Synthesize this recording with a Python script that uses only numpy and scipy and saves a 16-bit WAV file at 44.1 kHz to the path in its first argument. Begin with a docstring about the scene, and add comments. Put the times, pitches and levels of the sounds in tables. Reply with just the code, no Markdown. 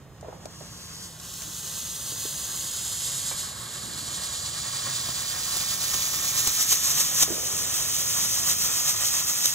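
"""Smoke flare over a paved yard.

A starter catches, builds to a hiss and burns out with a hollow pop; the smoke charge takes over, surging and
spitting slag. Jet, plume, spits and sparks are shaped noise, grains are random impulses, and the tube's rings
are moving spectral peaks. Paving and arm echo the jet and plume; feet scuff in short bumps and filtered rubs.
Behind them distant traffic rumbles as low noise, with two wavering engine tones.
"""
import sys
import numpy as np
from scipy import signal
from scipy.fft import rfft, irfft
from scipy.io import wavfile
from scipy.ndimage import uniform_filter1d, map_coordinates

SR = 44100
rng = np.random.default_rng(int(sys.argv[2]) if len(sys.argv) > 2 else 0)


def materialize(psi):
    """Save the field psi as 16-bit PCM at rate SR to the path in sys.argv[1].

    A 1-D psi becomes a single channel; in a 2-D psi each row is a channel.
    """
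    bounded = np.clip(np.atleast_2d(psi).T, -1, 1)
    quanta = np.round(bounded * 32767).astype(np.int16)
    wavfile.write(sys.argv[1], SR, quanta)


N = 420713
TIME = np.arange(N) / SR
TOP_HZ = 15600


def undb(db):
    """Decibels to amplitude gain."""
    return 10 ** (np.asarray(db) / 20)


def curves(table):
    """Each column of a timed table, joined by straight lines."""
    s, *columns = np.transpose(table)
    return [np.interp(TIME, s, column) for column in columns]


def unit(x):
    """Scale to rms 1."""
    return x / np.sqrt(np.mean(x ** 2))


def bell(s, half_s):
    """Gaussian of height 1 around a moment; falls to 1/e at half_s."""
    return np.exp(-((TIME - s) / half_s) ** 2)


def swell(s, rise_s, fall_s):
    """Gaussian of height 1 with different rise and fall times."""
    return bell(s, np.where(TIME < s, rise_s, fall_s))


def walk(rate_hz):
    """Random levels held 1 / rate_hz s and smoothed twice; rms 1."""
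    hold = max(int(SR / rate_hz), 1)
    held = np.repeat(rng.standard_normal(N)[:N // hold + 1], hold)
    smooth = uniform_filter1d(uniform_filter1d(held, hold), hold)
    return unit(smooth[:N])


def ports(apart):
    """White noise at two ports; the share `apart` of its power is unrelated between them."""
    apart = np.clip(apart, 0, 1)
    common = rng.standard_normal(N)
    separate = rng.standard_normal((2, N))
    return np.sqrt(1 - apart) * common + np.sqrt(apart) * separate


def colour(x, *spectra):
    """Minimum-phase filter through (Hz, relative dB) points, one spectrum for both ports or one each."""
    size = 4096
    log_hz = np.log(np.maximum(np.fft.rfftfreq(size, 1 / SR), 1))
    gains = []
    for spectrum in spectra:
        point_hz, point_db = np.transpose(spectrum)
        gains.append(undb(np.interp(log_hz, np.log(point_hz), point_db)))
    gain = np.array(gains)
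    power = np.mean(gain ** 2 * (log_hz < np.log(TOP_HZ)))  # shared by the ports, keeps their balance
    cepstrum = irfft(np.log(gain / np.sqrt(power)))
    # folding the cepstrum onto positive time makes the filter causal
    response = irfft(np.exp(rfft(2 * cepstrum[:, :size // 2], size) - cepstrum[:, :1]))
    return signal.fftconvolve(np.atleast_2d(x), response, axes=1)[:, :N]


def delay(x, ms):
    """Read a sound late by a moving number of milliseconds."""
    return map_coordinates(x, [np.arange(N) - ms * SR / 1000], order=3, mode="nearest")


def flow():
    """Strength of the jet in dB: the starter catches, falters and burns out, and the smoke charge takes over."""
    # Each row: time in seconds, dip in dB, half length in seconds.
    stalls = [(1.16, -8, 0.058), (3.363, -5, .025)]
    # Each row: time in seconds, hiss level of the smoke charge in dB.
    charge_flow = [(3.2, -35), (3.55, -40), (4.25, -32.5), (5.5, -26.5), (6.7, -23), (7.1, -23.5),
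                   (7.4, -27.5), (8.3, -23.5), (9.54, -24.5)]
    smoulder_db, starter_db = -67, -28.5
    catch_s, catch_power = 1.88, 2.34
    burnout_s, fade_s = 3.447, 0.045

    rise = (TIME / catch_s) ** catch_power
    catch = rise / (1 + rise)  # S-curve
    alight = .5 - .5 * np.tanh((TIME - burnout_s) / (2 * fade_s))
    stalls_db = sum(db * bell(s, half_s) for s, db, half_s in stalls)
    starter = (undb(smoulder_db) + undb(starter_db + stalls_db) * catch) * alight
    charge = undb(curves(charge_flow)[0]) * (1 - alight)
    return 20 * np.log10(np.hypot(starter, charge))


def surges():
    """Rise of pressure in dB: uneven chuffs slow down; surges and stronger chuffs swell slowly and drop fast."""
    # Each row: peak time in seconds, rise in dB ahead of the sag.
    swells = [(5.727, 2), (6.39, 3), (6.485, 4.5), (6.625, 6), (6.728, 5), (6.911, 6), (7.01, 7.5),
              (7.227, 7.5), (7.77, 3), (8.125, 1.5), (8.245, 2.5), (8.515, 4.5), (8.65, 2.5), (8.895, 4),
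              (9.078, 3), (9.47, 3.5)]
    build_s, collapse_s = 0.05, 0.019
    # the chuffs slow as the tube empties
    chuff_start_s, chuff_hz, chuff_sag_hz_per_s = 4.156, 10.046, .595
    chuff_db, chuff_scatter_db = 0.74, 0.65

    age = np.maximum(TIME - chuff_start_s, 0)
    cycles = chuff_hz * age - chuff_sag_hz_per_s * age ** 2 / 2
    chuffs = chuff_db * np.cos(2 * np.pi * cycles) + chuff_scatter_db * walk(24)
    rise = sum(db * swell(s, build_s, collapse_s) for s, db in swells)
    sag = 0.78 * uniform_filter1d(rise, SR // 4)  # pressure sags between swells
    return (age > 0) * chuffs + rise - sag


def spits():
    """Strength of bursts of hiss and low puff: first a longer breath after the pop, then short spits of slag."""
    # Each row: peak time in seconds, hiss in dB, low puff in dB, 1/e length each side in seconds.
    bursts = [(3.4, -32.5, -64, 0.057), (4.872, -41, -34, 0.0037), (5.092, -28, -31.5, 0.0046),
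              (5.57, -22, -31, 0.0032), (5.943, -20.5, -32.5, 0.0065), (6.475, -15.5, -28, 0.0045),
              (6.729, -15, -24.5, 0.0024), (7.006, -19.5, -39, 0.0061), (7.229, -13, -27, 0.006),
              (9.458, -9, -39, 0.0018)]
    hiss, puff = np.zeros((2, N))
    for s, hiss_db, puff_db, length_s in bursts:
        burst = np.exp(-np.abs(TIME - s) / length_s)
        hiss += undb(hiss_db) * burst
        puff += undb(puff_db) * burst
    return hiss, puff


def crackle(rate_hz, spread_db):
    """Impulses of burning grains: many faint, a few strong."""
    size = undb(spread_db * np.minimum(rng.exponential(size=N), 5))
    struck = rng.random(N) < rate_hz / SR
    return unit(struck * size * rng.choice([-1, 1], N))


def nozzle(flow_db, burst):
    """Gas and burning grains rush through the hole; the hiss flutters, and changes colour with the charge."""
    # Hiss spectra at the left and right ports. 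Each row: frequency in Hz, relative level in dB.
    starter_left, starter_right = [(1000, -35), (2300, -16), (3200, -8.5), (4600, -4.5), (5700, -5),
                                   (6600, 2), (7300, -4.5), (7900, -9.5), (10700, -7), (15200, -12)], [(1000, -20.5), (2300, -18), (3200, -6.5),
                                                         (4600, -8), (5800, -11.5), (6600, -3), (8400, -1),
                                                         (9400, -8.5), (11000, -5.0), (13000, -13.5),
                                                         (15200, -12)]
    charge_left, charge_right = [(1000, -26), (2400, -15.5), (3700, -9.5), (5000, -15), (6000, -1),
                                 (6900, -2.5), (7700, -11.5), (10000, -8.5), (13500, -6.5), (15200, -4.5)], [(1000, -33.5), (2600, -12.5), (3100, -7.5),
                                                      (4000, -8.5), (5000, -12), (6200, -3.5), (7200, -0.5),
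                                                      (8200, -0.5), (9500, -15), (11100, -1.5), (13000, -8),
                                                      (15200, -5.5)]
    # Start and end of the change of colour, in seconds.
    handover_s = [3.6, 6.3]

    flutter_db = 0.89 * walk(35) + 0.22 * walk(250)
    strength = np.hypot(undb(flow_db + flutter_db), burst)
    gas = rng.standard_normal(N) + 0.55 * crackle(rate_hz=2500, spread_db=3.0)
    eddies = 0.27 * rng.standard_normal((2, N))  # the wide edge of the jet reaches each port differently
    jet = strength * unit(yard(gas, scatter=0.16, paving=0.22, arm=0.13) + eddies)
    starter = undb(0.27) * colour(jet, starter_left, starter_right)
    charge = undb(0.14) * colour(jet, charge_left, charge_right)
    share = np.interp(TIME, handover_s, [0, 1])
    return (1 - share) * starter + share * charge


def plume(flow_db, surge_db, puff):
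    """The billowing smoke roars lower down, swelling with each surge and puffing with each burst."""
    # Spectra of the roar and the puffs. Each row: frequency in Hz, relative level in dB.
    roar_spectrum, puff_spectrum = [(100, -18.5), (300, -4.5), (430, -11.5), (620, -4.5), (780, -2.5),
                                    (1020, -2.5), (1280, 2.5), (1520, -3), (1800, -0.5), (2400, -9),
                                    (3500, -10.5), (8000, -45)], [(100, 5), (300, 2.5), (750, 6), (1300, 0), (2300, -16),
                                                   (4000, -16), (10000, -10.5)]
    roar_db, roar_db_per_flow_db, thin_smoke_db = -31.5, 0.39, -4

    thin = np.interp(TIME, [3.28, 3.36], [1, 0])
    steady_db = roar_db + roar_db_per_flow_db * flow_db + thin_smoke_db * thin
    strength = undb(steady_db + 0.71 * surge_db + 1.45 * walk(45))
    echoed = yard(rng.standard_normal(N), scatter=0.37, paving=0.49, arm=0.29)
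    air = unit(echoed + 0.68 * rng.standard_normal((2, N)))
    grit = unit(air + 0.66 * crackle(rate_hz=1100, spread_db=5.0))  # crumbs of slag crackle in the puffs
    return colour(air * strength, roar_spectrum) + colour(grit * puff, puff_spectrum)


def pop():
    """The fire breaks through to the smoke charge: a hollow knock, a noisy tail and a brief ring of the tube."""
    # Each row: frequency in Hz, relative level in dB.
    pop_spectrum = [(100, -12), (400, -2), (1300, 3), (2200, -8), (3200, -16), (10000, -23)]
    pop_s = 3.313
    knock_db, knock_decay_s = -38, 0.0056
    tail_db, tail_decay_s = -45, .04
    ring_hz, ring_db, ring_decay_s = 2320, -43, 0.027

    age = np.maximum(TIME - pop_s, 0)
    knock = undb(knock_db) * np.exp(-age / knock_decay_s)
    tail = undb(tail_db) * np.exp(-age / tail_decay_s)
    ring = undb(ring_db) * np.sin(2 * np.pi * ring_hz * age) * np.exp(-age / ring_decay_s)
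    return colour(ports(apart=.3) * (knock + tail) * (age > 0), pop_spectrum) + ring


def sparks():
    """Sharp ticks of decaying noise as the starter throws sparks."""
    # Each row: start in seconds, level in dB ahead of the overall trim.
    ticks = [(.21, -42.5), (0.456, -32.5), (1.199, -32), (1.339, -31), (1.42, -28)]
    # Each row: frequency in Hz, relative level in dB.
    tick_spectrum = [(800, -26), (2500, -3), (3700, -2), (7000, 6), (11000, -7), (15000, -16)]
    decay_s, trim_db = 0.0033, -1.5
    strength = sum(undb(db) * (TIME >= s) * np.exp(-np.abs(TIME - s) / decay_s) for s, db in ticks)
    return colour(ports(apart=0.93) * strength, tick_spectrum) * undb(trim_db)


def glide(track, t, hz):
    """Complex gain of one moving ring or hollow; the phase turns half a cycle across it."""
    half_width = 0.093  # share of the centre frequency
    s, centre_hz, db = np.transpose(track)
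    off = (hz / np.interp(t, s, centre_hz) - 1) / half_width
    return (1j * undb(np.interp(t, s, db)) - off) / np.sqrt(1 + off ** 2)


def drift(pair):
    """Tube rings and reflection hollows glide as the flare burns and moves; hollows shift port phases."""
    # Tube: a bright ring swoops as the starter falters, then climbs; a low ring swells in thick smoke.
    # Hollows: near reflections cancel bands at each port, gliding as the hand moves.
    # One list per ring or hollow. Each row: time in seconds, centre in Hz, gain at the centre in dB.
    tube = [
        [(1.0, 5140, 12), (1.2, 5070, 4), (1.5, 6100, 3.5), (2.4, 6360, 3), (3.3, 7500, 3.6), (5.5, 7100, 0.5)],
        [(3.2, 4350, 0.3), (3.5, 4130, 5.5), (6.5, 5200, 8)],
    ]
    left_hollows, right_hollows = [
        [(.9, 2770, 1), (1.25, 2220, -5), (3.3, 2630, -18), (5.2, 2940, -15), (7.5, 3360, -7),
         (9.54, 3270, -16)],
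        [(1.5, 5000, -11), (3.3, 6250, -5.7), (5.2, 6570, -10.5), (7.5, 8160, -5), (9.54, 8200, -8)],
        [(0.8, 9600, -9), (2.0, 9100, -3.5), (3.5, 9470, -4), (5.8, 11000, -11), (7.7, 11250, -59),
         (9.54, 11500, -18)],
        [(1.5, 12200, -14), (2.9, 12500, -28), (3.6, 13600, -11.7), (4.4, 13900, -9), (5.6, 14900, -24),
         (7.5, 14900, -29)],
    ], [
        [(.9, 2750, 1), (1.25, 2090, -12), (3.3, 2430, -1.5), (9.54, 2800, -8)],
        [(0.8, 5360, -3), (1.6, 4940, 2.5), (4.0, 5350, 1), (6.3, 5540, -10.5), (9.54, 5730, -19)],
        [(0.8, 9900, -8.5), (3.5, 9680, -0.5), (9.54, 9640, -11)],
        [(1.5, 13000, 3), (4.0, 13700, 1), (6.0, 13060, -19), (9.54, 12700, -19)],
    ]
    # The flare's bearing at first puts one band out of step.
    # Each row: time in seconds, centre in Hz, phase lead of the left port in radians.
    bearing = [(0, 5400, 3.1), (.6, 4000, 3.1), (1, 3900, 2.8), (1.2, 3900, 0)]
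    bearing_half_width_hz = 700

    hz, t, bands = signal.stft(pair, SR, nperseg=512)
    hz = hz[:, None]
    rings = np.abs(np.prod([glide(track, t, hz) for track in tube], axis=0))
    left = np.prod([glide(track, t, hz) for track in left_hollows], axis=0)
    right = np.prod([glide(track, t, hz) for track in right_hollows], axis=0)
    s, centre_hz, lead_rad = np.transpose(bearing)
    off = (hz - np.interp(t, s, centre_hz)) / bearing_half_width_hz
    lead = np.interp(t, s, lead_rad) / (1 + off ** 2)
    gains = np.array([left * np.exp(1j * lead), right])
    return signal.istft(bands * rings * gains, SR)[1][:, :N]


def yard(x, scatter, paving, arm):
    """Sound arrives directly, off the arm and off the paving, with a short scattered tail."""
    # The hand drifts.
    # Each row: time in seconds, paving echo in ms, arm echo in ms, lag of the left port in ms.
    paths = [(0, 5.4, 1.6, -.02), (1.2, 5.6, 2, -.01), (2, 5.52, 1.95, .012), (3, 5.5, 1.9, -.017),
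             (4.2, 5.44, 1.74, -.03), (6.4, 5.5, 1.67, -.072), (7.4, 5.6, 1.63, -.112),
             (9.54, 5.7, 1.57, -.106)]
    tail_decay_s = 0.0029
    paving_ms, arm_ms, lag_ms = curves(paths)
    x = x + paving * delay(x, paving_ms) + arm * delay(x, arm_ms)
    t = TIME[:SR // 8]
    tail = rng.standard_normal((2, len(t))) * np.exp(-t / tail_decay_s)
    tail /= np.linalg.norm(tail, axis=1, keepdims=True)
    scattered = signal.fftconvolve(x[None], tail)[:, :N]
    return unit(np.array([delay(x, lag_ms), x]) + scatter * scattered)


def scuffs():
    """Shoes and clothing: a dull decaying sine at contact, then band-passed rubbing that dies away."""
    # Each row: start in seconds, level in dB ahead of the overall trim, centre in Hz, rub decay in seconds.
    contacts = [(.228, -37.5, 574, 0.0079), (.245, -46, 680, 0.15), (.283, -38, 620, 0.008),
                (.326, -43.5, 674, 0.012), (0.455, -35.5, 600, 0.01), (.609, -41.5, 605, 0.016),
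                (1.469, -46.5, 277, 0.022), (2.121, -46.5, 380, 0.051), (2.253, -40, 408, 0.011),
                (3.831, -45.5, 237, 0.2), (7.278, -36.5, 560, 0.022), (7.302, -30, 316, 0.029),
                (7.323, -44.5, 520, 0.49)]
    trim_db, attack_s, bump_decay_s = 5.5, 0.0006, 0.0035
    out = np.zeros((2, N))
    rub = ports(apart=0.6)
    for s, db, hz, decay_s in contacts:
        age = np.maximum(TIME - s, 0)
        band = signal.butter(2, [hz / 1.65, hz * 1.3], "band", fs=SR, output="sos")
        bump = np.sin(2 * np.pi * hz * age) * np.exp(-age / bump_decay_s)
        drag = unit(signal.sosfilt(band, rub)) * np.exp(-age / decay_s)
        attack = 1 - np.exp(-age / attack_s)
        out += undb(db + trim_db) * attack * (1.4 * bump + 0.65 * drag)
    return out


def traffic():
    """A far rumble, nearly the same at both ports, swells as a vehicle passes; single engines drone and waver."""
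    # Each row: frequency in Hz, relative level in dB.
    rumble_spectrum = [(20, -22), (40, -11.5), (60, -1), (90, 0.5), (130, 1.5), (180, -2.5), (260, -11.5),
                       (500, -13.5), (1100, -21), (2000, -35), (5000, -44), (15000, -41)]
    # Each row: peak time in seconds, half length in seconds, pitch in Hz, peak rms level in dB.
    engines = [(0.84, 0.89, 167.7, -53.5), (4.944, 0.44, 124.5, -47)]
    rumble_db, pass_db = -49.5, 4.5
    pass_s, approach_s, depart_s = 8.2, 6.8, 1

    swell_db = rumble_db + pass_db * swell(pass_s, approach_s, depart_s)
    drone = np.zeros(N)
    for s, half_s, hz, db in engines:
        tone = np.sqrt(2) * np.sin(2 * np.pi * hz * TIME + 2.04 * walk(20))
        drone += undb(db) * bell(s, half_s) * tone
    rumble = colour(ports(apart=0.045), rumble_spectrum)
    return rumble * undb(swell_db + 0.69 * walk(2.9)) + drone


def scene():
    """Jet, plume, pop and sparks over the sounds of the yard; plume, scuffs and traffic lean to the right."""
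    flow_db, surge_db = flow(), surges()
    burst, puff = spits()
    lean = undb(np.array([[-1.2], [1.2]]))
    jet = nozzle(flow_db + surge_db, burst)
    flare = drift(jet + lean * plume(flow_db, surge_db, puff))
    return flare + pop() + sparks() + lean * (scuffs() + traffic())


def record(dry):
    """Round the highest peaks with tanh, then cut steeply above TOP_HZ."""
    low_pass = signal.ellip(10, .2, 70, TOP_HZ, fs=SR, output="sos")
    return signal.sosfilt(low_pass, np.tanh(dry))


dry = scene()
out = record(dry)
materialize(out)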